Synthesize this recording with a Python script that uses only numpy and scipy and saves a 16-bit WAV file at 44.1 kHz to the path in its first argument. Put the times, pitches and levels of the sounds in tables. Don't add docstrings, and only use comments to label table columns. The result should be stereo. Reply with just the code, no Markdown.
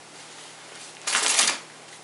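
import sys
import numpy as np
from scipy import signal
from scipy.fft import rfft, irfft, next_fast_len
from scipy.io import wavfile
from scipy.ndimage import uniform_filter1d, map_coordinates

SR = 44100
rng = np.random.default_rng(int(sys.argv[2]) if len(sys.argv) > 2 else 0)


def int16_out(signal):
    q = np.round(np.clip(np.atleast_2d(signal).T, -1, 1) * 32767)
    wavfile.write(sys.argv[1], SR, q.astype(np.int16))


def boost_factor(decibels):
    exponent = np.asarray(decibels, float) / 20
    return 10 ** exponent


N = 89919


def unit(x):
    return x / np.sqrt(np.mean(x ** 2) + 1e-20)


def along(points, hz):
    f, value = np.transpose(points)
    return np.interp(np.log(hz + 1), np.log(f + 1), value)


def filtered(x, response):
    m = next_fast_len(N + 8192)
    gain = response(np.fft.rfftfreq(m, 1 / SR))
    return irfft(rfft(x, m) * gain, m)[..., :N]


def coloured(x, curve):
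    return filtered(x, lambda f: boost_factor(along(curve, f)))


def wobble(rate):
    knots = rng.standard_normal(int(N * rate / SR) + 4)
    return map_coordinates(knots, [np.arange(N) * rate / SR])


def patchy(patchy_db):
    z = signal.stft(rng.standard_normal(N + 512), nperseg=256)[2]
    field = uniform_filter1d(rng.standard_normal(z.shape), size=6, axis=0)
    field = uniform_filter1d(field, size=6, axis=1)
    return signal.istft(z * boost_factor(patchy_db * unit(field)), nperseg=256)[1][:N]


def cracks(s, gain, hz, cycles, phase, size=256):
    hz = np.clip(hz, 150, SR / 4)[:, None]
    start = np.floor(s * SR).astype(int)[:, None] + 1
    place = start + np.arange(size)
    turns = (place / SR - s[:, None]) * hz
    onset = 1 - np.exp(-3 * turns)
    wave = np.sin(2 * np.pi * turns + np.c_[phase]) * np.exp(-2 * turns / np.c_[cycles]) * onset
    return np.bincount(place.ravel(), (gain[:, None] * wave).ravel(), N + SR)[:N]


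# f/Hz, level/dB
MIDDLE_HISS = [(25, -50), (60, -20), (146, -17), (300, -5), (520, -7.5), (1200, -10.5), (3000, -14.5),
               (11100, -19.5)]
# f/Hz, level/dB
WIDE_HISS = [(25, -52), (60, -21), (350, -8), (570, -9.5), (1200, -14.5), (2560, -22), (11100, -28.5)]
# f/Hz, level/dB
HUM_TONES = [(119.5, -64.5), (158, -59)]
# f/Hz, width/Hz, level/dB
CASING_BANDS = [(800, 74, -58), (2040, 60, -67)]


def air():
    t = np.arange(N) / SR
    mid = boost_factor(-45.5 + 0.2 * wobble(5.9)) * unit(coloured(patchy(patchy_db=-0.15), MIDDLE_HISS))
    side = boost_factor(-41 + 0.2 * wobble(3.8)) * unit(coloured(patchy(patchy_db=0.8), WIDE_HISS))
    for hz, db in HUM_TONES:
        level = boost_factor(db + 2 + 0.28 * wobble(8.5))
        mid = mid + level * np.sin(2 * np.pi * hz * t + 0.3 * wobble(6.1))
    for hz, width, db in CASING_BANDS:
        band = filtered(rng.standard_normal(N), lambda f: np.exp(-0.5 * ((f - hz) / width) ** 2))
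        mid = mid + boost_factor(db + 1.2 * wobble(3.8)) * unit(band)
    return np.array([mid + side, mid - side])


# start t/s, length/s, level/dB, centre f/Hz
SNIFFS = [
    (0.12, 0.18, -47.5, 3600),
    (0.34, .25, -48.5, 4700),
    (0.7, 0.1, -48, 850),
    (0.774, 0.17, -42, 4300),
    (0.987, 0.2, -47, 1300),
    (1.9, 0.1, -47.5, 4200),
    (1.667, .2, -53, 810),
    (0.59, 0.23, -54, 4300),
    (0.13, 0.61, -49.5, 2100),
    (0.51, 0.32, -52, 1000),
]


def snuffles():
    octaves, rise = 1.73, 0.3
    t, out = np.arange(N) / SR, np.zeros(N)
    for s, length, db, hz in SNIFFS:
        u = np.clip((t - s) / length, 0, 1)
        swell = np.sin(np.pi / 2 * np.minimum(u / rise, (1 - u) / (1 - rise)))
        band = lambda f: np.exp(-0.5 * (np.log2((f + 1) / hz) / octaves) ** 2)
        level = boost_factor(db + 0.72 * wobble(61.2))
        out = out + level * swell * unit(filtered(patchy(patchy_db=2.3), band))
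    return out


# start t/s, length/s, level/dB, centre f/Hz
FIBRE_BURSTS = [(1.0733, 0.0075, -21.5, 3020), (1.083, .012, -30, 7600), (1.094, 0.0063, -43, 7500),
                (1.134, .012, -27, 3080), (1.152, .018, -20.5, 1760), (1.174, 0.02, -32, 1510),
                (1.166, 0.0069, -27, 6150), (1.215, 0.01248, -24.5, 910), (1.228, 0.015, -24, 6500),
                (1.244, 0.011, -22, 1140), (1.28, 0.0041, -19.5, 6160), (1.29, .024, -22.5, 7500),
                (1.32, 0.0068, -26, 5200), (1.376, .008, -26.5, 4000), (1.369, 0.016, -22.5, 5330),
                (1.3882, .008, -11.5, 5280), (1.392, 0.012, -20, 800), (1.409, .008, -18.5, 6500),
                (1.42, 0.021, -24.5, 3000), (1.474, 0.0043, -13.5, 5600), (1.48, 0.019, -21.5, 2810),
                (1.493, 0.01, -24.5, 3980), (1.422, .03, -29.5, 302), (1.484, .05, -30, 450),
                (1.514, .03, -30.5, 2000), (0.745, 0.031, -40, 2720), (1.881, 0.012, -42.5, 3440),
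                (0.381, 0.0098, -39.5, 2570), (0.429, 0.037, -48, 2800)]
# f/Hz, level/dB
FIBRE_TONE = [(200, -2.5), (1000, -1), (4000, 0), (11000, 4.5)]


def tearing(count=80):
    attack_s, t60_s = 0.0008, 0.016
    s, length, db, hz = [np.repeat(c, count) for c in np.transpose(FIBRE_BURSTS)]
    u = rng.random((len(s), 5))
    span = length + t60_s / 2
    age = (np.arange(len(s)) % count + u[:, 0]) / count * span
    fade = boost_factor(-60 * np.clip(age - length, 0, None) / t60_s)
    shape = np.clip(age / attack_s, 0, 1) * fade
    normal = np.sqrt(-2 * np.log(1 - u[:, 1])) * np.cos(2 * np.pi * u[:, 2])
    pitch = hz * np.exp(0.52 * normal)
    crowd = np.sqrt(pitch * span / count)
    size = boost_factor(5.5 * np.minimum(-np.log(1 - u[:, 3]), 2.2)).reshape(-1, count)
    size = (size / np.sqrt(np.mean(size ** 2, axis=1, keepdims=True))).ravel()
    gain = boost_factor(db + 6) * size * shape * crowd
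    fibres = cracks(s + age, gain, pitch, cycles=1.74, phase=2 * np.pi * u[:, 4])
    return coloured(fibres, FIBRE_TONE)


# t/s, peak level/dB, f/Hz, ring/cycles
FOLDS = [(1.1113, -15, 2550, 2.9), (1.1495, -3.5, 1460, 2.16), (1.1503, -4, 2800, 2.9),
         (1.1496, -5, 5600, 0.93), (1.162, -7, 2530, 1.5), (1.173, -8.5, 8600, 6.3),
         (1.2642, 7.5, 3420, 1.04), (1.2704, 2, 6760, 1.7), (1.3395, -9, 8200, 1.6),
         (1.38, -12.5, 2410, 6.6), (1.4182, -1.5, 2800, 1.6), (1.4905, -19.5, 2340, 15),
         (1.48, -9.5, 4650, 13.5), (1.084, -15.5, 7600, 25), (0.3838, -35, 1250, 4),
         (.454, -30.5, 910, 2.5), (.639, -36, 800, 5), (0.7209, -19.5, 477, 0.6), (0.762, -32, 1840, 0.89),
         (.951, -16, 5600, 1), (0.969, -22, 2600, 2.2), (1.0165, -17, 7000, 1.6), (1.7, -31, 1670, 3),
         (1.928, -34, 2000, 13)]


def snaps():
    s, db, hz, cycles = np.transpose(FOLDS)
    return cracks(s, boost_factor(db), hz, cycles, np.pi, size=512)


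# t/s, level/dB
STRAIN = [
    (1.068, -38),
    (1.075, -29.5),
    (1.16, -24.5),
    (1.21, -29.5),
    (1.289, -29),
    (1.36, -27.5),
    (1.4, -23),
    (1.48, -29),
    (1.58, -71),
]
# f/Hz, level/dB
PAPER_TONE = [(60, -62), (190, -7.5), (550, 0), (900, 2.5), (3000, -0.5), (6000, 0.5), (11100, -0.2)]


def rustle():
    s, db = np.transpose(STRAIN)
    t = np.arange(N) / SR
    pull_db = np.interp(t, s, db, left=-120, right=-120)
    strain = boost_factor(pull_db + 2 + 0.86 * wobble(90))
    spiky = patchy(patchy_db=3.0) * boost_factor(3.8 * wobble(2500) + 1.64 * wobble(400))
    return strain * unit(coloured(spiky, PAPER_TONE))


# t/s, peak level/dB, f/Hz, ring/cycles
JOLTS = [
    (1.069, -33, 275, 2.4),
    (1.156, -29, 230, 2.1),
    (1.236, -33, 316, 4.4),
    (1.425, -27.5, 186, 3.8),
    (1.473, -31, 174, 4.1),
]


def thuds():
    s, db, hz, cycles = np.transpose(JOLTS)
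    return cracks(s, boost_factor(db), hz, cycles, np.pi, size=4096)


# f/Hz, t60/s
ROOM_DECAY = [(200, 0.56), (2000, 0.4), (10000, 0.3)]
# f/Hz, side level/dB
ROOM_WIDTH = [(150, -15), (500, -5), (2000, -5.5), (5000, -0.5), (11000, 0.5)]


def room(x):
    delay_s, early_t60_s = 0.003, 0.01
    hz, t, z = signal.stft(rng.standard_normal((2, SR * 3 // 4)), SR, nperseg=256)
    decay = boost_factor(-60 * t / along(ROOM_DECAY, hz)[:, None])
    tail = signal.istft(z * decay, SR, nperseg=256)[1]
    length = tail.shape[1]
    late = np.pad(tail, ((0, 0), (round(delay_s * SR), 0)))[:, :length]
    early = rng.standard_normal(tail.shape) * boost_factor(-60 * np.arange(length) / SR / early_t60_s)
    answer = boost_factor(-4.5) * late / np.linalg.norm(late[0])
    answer = answer + boost_factor(-7.5 + np.c_[[-10, 0]]) * early / np.linalg.norm(early[0])
    mid, side = signal.fftconvolve(x[None], answer, axes=1)[:, :N]
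    side = coloured(side, ROOM_WIDTH)
    return np.array([mid + side, mid - side])


def scene():
    background = air()
    near = snuffles() + tearing() + snaps() + rustle() + thuds()
    near = filtered(near, lambda f: f ** 4 / (f ** 4 + 170 ** 4))
    pan_db = -0.2
    return near * boost_factor([[pan_db], [-pan_db]]) + room(near) + background


def low_pass(x):
    return signal.sosfilt(signal.butter(12, 11950, fs=SR, output="sos"), x)


def record(dry):
    limit, top_hz, bass_hz = 1.1, 11010, 90
    limited = limit * np.tanh(dry / limit)
    mix = filtered(limited, lambda f: (f < top_hz) * f ** 2 / (f ** 2 + bass_hz ** 2))
    return low_pass(mix)


dry = scene()
out = record(dry)
int16_out(out)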